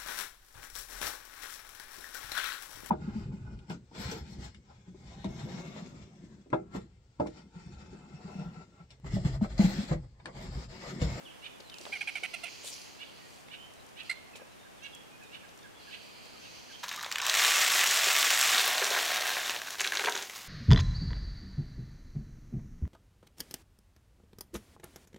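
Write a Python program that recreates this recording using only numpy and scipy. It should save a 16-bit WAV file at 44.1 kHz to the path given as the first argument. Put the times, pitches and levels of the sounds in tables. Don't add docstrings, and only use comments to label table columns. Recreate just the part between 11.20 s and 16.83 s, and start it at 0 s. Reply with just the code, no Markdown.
import sys
import numpy as np
from scipy import signal
from scipy.fft import rfft, irfft, next_fast_len
from scipy.io import wavfile

SR = 44100
rng = np.random.default_rng(int(sys.argv[2]) if len(sys.argv) > 2 else 0)


def master_out(mix):
    frames = np.transpose(np.atleast_2d(mix))
    ceiling = np.clip(frames, -1, 1)
    pcm = np.round(ceiling * 32767).astype(np.int16)
    wavfile.write(sys.argv[1], SR, pcm)


N = 248194

# f/Hz, relative level/dB per Hz
AIR_SPECTRUM = [(20, -6.5), (50, 0), (100, 3.5), (220, 4), (400, 2.4), (800, 0.5), (1250, -3.5), (2000, -6),
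                (2900, -7), (3900, -12), (6300, -14.5), (10000, -18), (13000, -21.5), (15500, -27)]
# f/Hz, correlation
AIR_CORRELATION = [(30, -0.77), (120, -0.72), (250, -0.63), (500, -0.45), (1000, -0.33), (2500, 0.04),
                   (6000, 0.19), (12000, -0.03)]
AIR_DB = -52.5

# t/s, length/s, start f/Hz, end f/Hz, level/dB
WHISTLES = [(0.042, .05, 3700, 2610, -52), (0.076, 0.042, 3310, 3060, -57.5),
            (0.427, 0.11, 4350, 3640, -60), (0.51, 0.055, 3300, 2338, -51.5),
            (1.962, .13, 1910, 1883, -65.5), (2.36, 0.1, 3020, 3045, -58),
            (3.629, 0.021, 6430, 5760, -57.5), (3.723, .04, 3400, 3220, -51.5),
            (5.523, 0.036, 3450, 3036, -51)]
# t/s, f/Hz, level/dB
PIPS = [(3.13, 2586, -53), (3.196, 1750, -57.5), (3.444, 1720, -58.5), (4.002, 1760, -56.5),
        (4.015, 2566, -53), (4.231, 1730, -55), (4.436, 1740, -51), (4.672, 1740, -52),
        (4.872, 2575, -55.5), (5.135, 1380, -57), (5.492, 1720, -55.5)]
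PIP_S, PIP_FALL_HZ = 0.029, 150
WAVER_PER_KHZ = 0.0078
CHIRP_HZ, CHIRP_S, CHIRP_GLIDE = (2385, 3990), (.03, .08), (.76, 1.02)

# t/s of the peak, top f/Hz, level/dB, roughness at the peak (0-1)
SQUAWKS = [(.262, 621, -46, 0.54), (1.830, 592.6, -47, 0.55), (2.345, 643, -47, 0.86),
           (2.806, 669.4, -45.5, 0.71), (3.660, 566, -46, 0.42), (4.157, 589, -48.5, 0.83),
           (4.744, 667, -46, 0.82), (5.260, 535, -53.5, 0.67)]
# f/Hz, width/Hz, level/dB
SQUAWK_THROAT = [(1620, 380, -12), (2680, 720, 0), (3550, 520, -11)]
SQUAWK_SWELL_S, SQUAWK_FADE_S, SQUAWK_START_HZ = .053, 0.0235, 510

# t/s, time until the release/s, level/dB, upper edge f/Hz
HISSES = [(.58, .62, -53, 6170), (1.25, 0.41, -51.5, 7400), (1.7, 0.44, -60, 5000), (2.82, 0.1, -55, 5200),
          (4.57, .58, -54.5, 5080), (5.16, 0.48, -53.5, 6700)]
# f/Hz, level/dB
HISS_COLOUR = [(1200, -24), (2000, -5), (2400, 1), (3200, 1.5), (3700, -8), (4100, 2), (4700, 3.5),
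               (5300, -2.5), (6500, 0), (9000, -11.5), (15000, -15)]
HISS_ATTACK_S, HISS_RELEASE = 0.056, 0.27

# t/s of the peak, swell/s, fade/s, level/dB, centre f/Hz, width/Hz
SWISHES = [(.64, .12, .14, -61, 7600, 3500), (1.249, .55, 0.33, -69, 8000, 5000),
           (1.488, .059, 0.031, -44, 7800, 4000), (1.481, 0.05, 0.028, -46, 3770, 3020),
           (1.53, .03, 0.048, -45, 5400, 2780), (1.55, .066, .19, -62, 10000, 3200),
           (2.15, 0.16, 0.12, -63, 6750, 5000)]
# t/s, level/dB, centre f/Hz, t60/s
THUDS = [(.400, -47.5, 450, .065), (.604, -46, 433, .07), (.653, -41.5, 500, .03), (.666, -36.5, 660, .045),
         (.695, -48.5, 500, .09), (1.025, -45.5, 500, .06), (1.441, -48, 500, .09), (3.153, -51, 500, .084),
         (3.197, -48, 450, .06), (3.215, -43.5, 460, .055), (5.063, -50, 500, .035)]
# t/s, level/dB, centre f/Hz, t60/s
SNAPS = [(.403, -46.5, 4000, 0.044), (.498, -42.5, 3680, 0.025), (.542, -40, 4200, 0.014),
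         (0.584, -40, 4350, .02), (.612, -46.5, 5470, 0.033), (.653, -38, 2730, .018),
         (1.616, -44.5, 4500, 0.045), (2.285, -45.5, 2200, 0.017), (3.155, -47.5, 3160, 0.11),
         (3.16, -50, 7000, .1), (3.749, -45, 7140, 0.023), (4.034, -54.5, 6540, .04),
         (4.39, -50.5, 5000, .017)]
TICK_HZ, TICK_T60_S = (4000, 8000), 0.018

# t/s, clear part/s, whole length/s, f/Hz, clear level/dB, rasp level/dB
CACKLE = [(0.719, 0.032, 0.06, 810.5, -34.5, -40.5), (0.807, 0.015, 0.029, 828, -32, -41),
          (.872, .012, 0.033, 805, -32, -36.5), (.953, 0.0084, 0.037, 763, -34, -39.5),
          (1.032, 0.0114, 0.0338, 745, -34.5, -36), (1.135, 0.019, 0.041, 695, -36, -46.5),
          (1.233, 0.018, 0.061, 682, -37.5, -43)]
SQUEAL = (2.8942, .0128, .041, 691, -29.8, -38.2)
# f/Hz, width/Hz, level/dB
CACKLE_THROAT = [(742, 260, -20), (1440, 170, -24), (3060, 420, -19), (4160, 480, -29.5), (5900, 3000, -33),
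                 (9100, 1600, -26), (12000, 3000, -48)]
# f/Hz, width/Hz, level/dB
SQUEAL_THROAT = [(740, 440, -29), (1380, 440, -28), (2700, 530, -26), (4230, 620, -8.5), (8100, 1450, -21),
                 (11000, 5000, -37)]
CACKLE_SAG = (0.167, 0.054)
CACKLE_ROUGH = (0.47, .95)
CACKLE_THROAT_HZ = (2270, 2463)
CACKLE_PRESS_DB = (-5.5, 9.5)
CACKLE_PAN_DB = (-5, -9)
SCOOP, SCOOP_FADE_S = 0.152, 0.13
LEAP_S = 0.00804

TOP_HZ = 15700


def undb(db):
    return 10 ** (np.asarray(db) / 20)


def unit(x):
    return x / np.sqrt(np.mean(x ** 2) + 1e-20)


def clock(length):
    return np.arange(max(int(length * SR), 64)) / SR


def shape(x, gain):
    size = next_fast_len(x.shape[-1] + 512)
    f = np.fft.rfftfreq(size, 1 / SR) + 1
    return irfft(rfft(x, size) * gain(f), size)[..., :x.shape[-1]]


def along(points, f):
    hz, value = np.transpose(points)
    return np.interp(np.log(f), np.log(hz), value)


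def resonate(x, modes):
    def gain(f):
        return sum(undb(db) / (1 + ((f * f - hz * hz) / (f * width)) ** 2) for hz, width, db in modes)
    return shape(x, gain)


def wobble(count, rate):
    place = np.arange(count) * rate / SR
    knots = rng.standard_normal(int(place[-1]) + 2)
    return np.interp(place, np.arange(len(knots)), knots)


def swell(t, rise, fall):
    return np.sin(np.pi / 2 * np.interp(t, [0, rise, rise + fall], [0, 1, 0])) ** 2


def gate(t, start, end, edge):
    return np.clip((t - start) / edge, 0, 1) * np.clip((end - t) / edge, 0, 1)


def add(out, start, x, pan_db=0, lag=0):
    sounds = np.broadcast_to(x, (2, x.shape[-1]))
    for row, sound, side, delay in zip(out, sounds, (.5, -.5), (lag, 0)):
        i = max(int((start + delay) * SR), 0)
        row[i:i + len(sound)] += undb(side * pan_db) * sound[:max(N - i, 0)]


def wide_noise(count, shared):
    shared = np.clip(shared, 0, 1)
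    common = np.sqrt(shared) * rng.standard_normal(count)
    return common + np.sqrt(1 - shared) * rng.standard_normal((2, count))


def voice(hz, rough, throat, jitter, rasp, shimmer_db):
    count, rough = len(hz), np.clip(rough, 0, 1)
    uneven_hz = hz * (1 + jitter * rough * wobble(count, 705.4))
    phase = 2 * np.pi * np.cumsum(uneven_hz) / SR
    orders = np.arange(1, 20)
    offsets = rng.uniform(0, 2 * np.pi, len(orders))
    pulses = np.cos(np.outer(phase, orders) + offsets).sum(1)
    puffs = rng.standard_normal(count) * (1 + .5 * np.cos(phase))
    tone = np.sqrt(1 - rough ** 2) * unit(resonate(pulses, throat))
    noise = rasp * rough * unit(resonate(puffs, throat))
    shimmer = undb(shimmer_db * np.sqrt(rough) * wobble(count, 270.0))
    return unit((tone + noise) * shimmer)


def bush(x, near_db, far_db, t60):
    t = clock(.5)
    near = rng.standard_normal((2, len(t))) * np.exp(-t / 0.0041)
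    far = resonate(rng.standard_normal((2, len(t))), [(3240, 4600, 0)])
    far = far * np.exp(-np.log(1000) * t / t60) * np.minimum(t / 0.0067, 1)
    echo = (undb(near_db) * unit(near) + undb(far_db) * unit(far)) / np.sqrt(len(t))
    return x + signal.fftconvolve(x, echo, axes=1)[:, :N]


def air():
    sign = np.array([[1], [-1]])

    def gain(f):
        return undb(along(AIR_SPECTRUM, f)) * np.sqrt(np.clip(1 + sign * along(AIR_CORRELATION, f), 0, 2))
    mid, side = shape(rng.standard_normal((2, N)), gain)
    return unit(mid + sign * side) * undb(AIR_DB + 0.32 * wobble(N, 6.3))


def far_chirps(count, db, spread_db):
    when, span, pitch, glide, size = rng.random((count, 5)).T
    starts = (np.arange(count) + when) / count * N / SR
    lengths = np.interp(span, [0, 1], CHIRP_S)
    hz = np.interp(pitch, [0, 1], CHIRP_HZ)
    end_hz = hz * np.interp(glide, [0, 1], CHIRP_GLIDE)
    return list(zip(starts, lengths, hz, end_hz, db - spread_db * size))


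def small_birds():
    out = np.zeros((2, N))
    pips = [(start, PIP_S, hz, hz - PIP_FALL_HZ, db) for start, hz, db in PIPS]
    for start, length, hz, end_hz, db in pips + WHISTLES + far_chirps(count=34, db=-60.5, spread_db=5):
        t = clock(length)
        waver = 1 + WAVER_PER_KHZ * hz / 1000 * wobble(len(t), 306)
        pitch = np.geomspace(hz, end_hz, len(t)) * waver
        note = np.sin(2 * np.pi * np.cumsum(pitch) / SR)
        envelope = swell(t, 0.45 * length, 0.98 * length) ** 0.5
        add(out, start, undb(db) * envelope * note, pan_db=-7.5)
    return out


def squawks():
    out = np.zeros((2, N))
    rise, fall = SQUAWK_SWELL_S, SQUAWK_FADE_S
    t = clock(rise + fall)
    for peak, top_hz, db, rough in SQUAWKS:
        bends = [SQUAWK_START_HZ, top_hz, top_hz, .88 * top_hz]
        pitch = np.interp(t, [0, .85 * rise, rise, rise + fall], bends)
        roughness = rough * np.interp(t, [0.52 * rise, rise], [.25, 1])
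        call = voice(pitch, roughness, SQUAWK_THROAT, jitter=0.066, rasp=1.26, shimmer_db=-2.5)
        add(out, peak - rise, undb(db) * swell(t, rise, fall) ** 0.77 * call, pan_db=-8.5, lag=0.00038)
    return out


def hiss():
    out = np.zeros((2, N))
    for start, length, db, edge_hz in HISSES:
        t = clock(3 * length)

        def gain(f):
            above_edge = np.clip((f - edge_hz) / 500 + .5, 0, 1)
            return undb(along(HISS_COLOUR, f) - 8.2 * above_edge)
        sound = unit(shape(wide_noise(len(t), shared=0.48), gain))
        release = np.exp(-np.maximum(t - length, 0) / (HISS_RELEASE * length))
        envelope = np.minimum(t / HISS_ATTACK_S, 1) * release
        add(out, start, sound * envelope * undb(db + 1.65 * wobble(len(t), 24.6)), pan_db=-2.5)
    return out


def wings():
    out = np.zeros((2, N))
    for peak, rise, fall, db, hz, width in SWISHES:
        t = clock(rise + fall)
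        grains = wide_noise(len(t), shared=0.49) * undb(2.6 * wobble(len(t), 500))
        brush = unit(resonate(grains, [(hz, width, 0)]))
        add(out, peak - rise, undb(db) * swell(t, rise, fall) ** 0.48 * brush)
    return out


def stalk_ticks(count, db, spread_db):
    when, pitch, size = rng.random((count, 3)).T
    hz = np.interp(pitch, [0, 1], TICK_HZ)
    return list(zip(when * N / SR, db - spread_db * size, hz, np.full(count, TICK_T60_S)))


def blows(table, breadth, shared, pan_db):
    out = np.zeros((2, N))
    for start, db, hz, t60 in table:
        t = clock(t60)
        burst = unit(resonate(wide_noise(len(t), shared), [(hz, breadth * hz, 0)]))
        decay = gate(t, 0, t60, 0.00017) * np.exp(-np.log(1000) * t / t60)
        add(out, start, burst * undb(db) * decay, pan_db)
    return out


def syllable(out, row, throat, throat_hz, width_hz, sag, scoop, leap, clear_rough, rough, press_db, fade_db, pan_db):
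    start, clear, length, hz, clear_db, rasp_db = row
    t = clock(length)
    pitch = hz * np.interp(t, [0, clear / 2, length], [1 - scoop, 1, 1 - sag])
    broken = pitch * (1 + leap * np.exp(-np.maximum(t - clear, 0) / LEAP_S))
    main = [(throat_hz, width_hz, 0)]
    pressed = main + [(f, width, db + press_db) for f, width, db in throat]
    note = voice(pitch, clear_rough, pressed, jitter=0.12, rasp=0.68, shimmer_db=-1.0)
    rattle = voice(broken, rough, main + throat, jitter=.08, rasp=1.05, shimmer_db=2.5)
    note_gain = undb(clear_db) * gate(t, 0, clear + 0.0022, 0.33 * clear)
    fading_db = rasp_db + fade_db * np.interp(t, [clear, length], [1, -1])
    rattle_gain = undb(fading_db) * gate(t, clear, length, 0.0046)
    add(out, start, note_gain * note + rattle_gain * rattle, pan_db, lag=1 / SR)


def quarrel():
    out = np.zeros((2, N))
    first, last = CACKLE[0][0], CACKLE[-1][0]
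    for row in CACKLE:
        def drift(ends):
            return np.interp(row[0], [first, last], ends)
        syllable(out, row, CACKLE_THROAT, throat_hz=drift(CACKLE_THROAT_HZ), width_hz=590,
                 sag=drift(CACKLE_SAG), scoop=SCOOP * np.exp((first - row[0]) / SCOOP_FADE_S), leap=0.0416,
                 clear_rough=0.32, rough=drift(CACKLE_ROUGH), press_db=drift(CACKLE_PRESS_DB),
                 fade_db=4.5, pan_db=drift(CACKLE_PAN_DB))
    syllable(out, SQUEAL, SQUEAL_THROAT, throat_hz=2100, width_hz=440, sag=0, scoop=.04, leap=.2,
             clear_rough=.2, rough=.56, press_db=1, fade_db=4.5, pan_db=-6.5)
    return out


def scene():
    songbirds = bush(small_birds(), near_db=-4.5, far_db=-8, t60=0.77)
    squawkers = bush(squawks(), near_db=-1, far_db=-12.5, t60=0.65)
    ticks = stalk_ticks(count=12, db=-52, spread_db=1)
    snaps = blows(SNAPS + ticks, breadth=0.72, shared=0.32, pan_db=0.0)
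    thuds = blows(THUDS, breadth=1.01, shared=0.58, pan_db=0.5)
    fight = bush(quarrel() + snaps + thuds + wings(), near_db=-20, far_db=-19, t60=0.73)
    return air() + songbirds + squawkers + hiss() + fight


def record(dry):
    low_pass = signal.ellip(10, .05, 60, TOP_HZ, fs=SR, output="sos")
    return signal.sosfiltfilt(low_pass, dry)


dry = scene()
out = record(dry)
master_out(out)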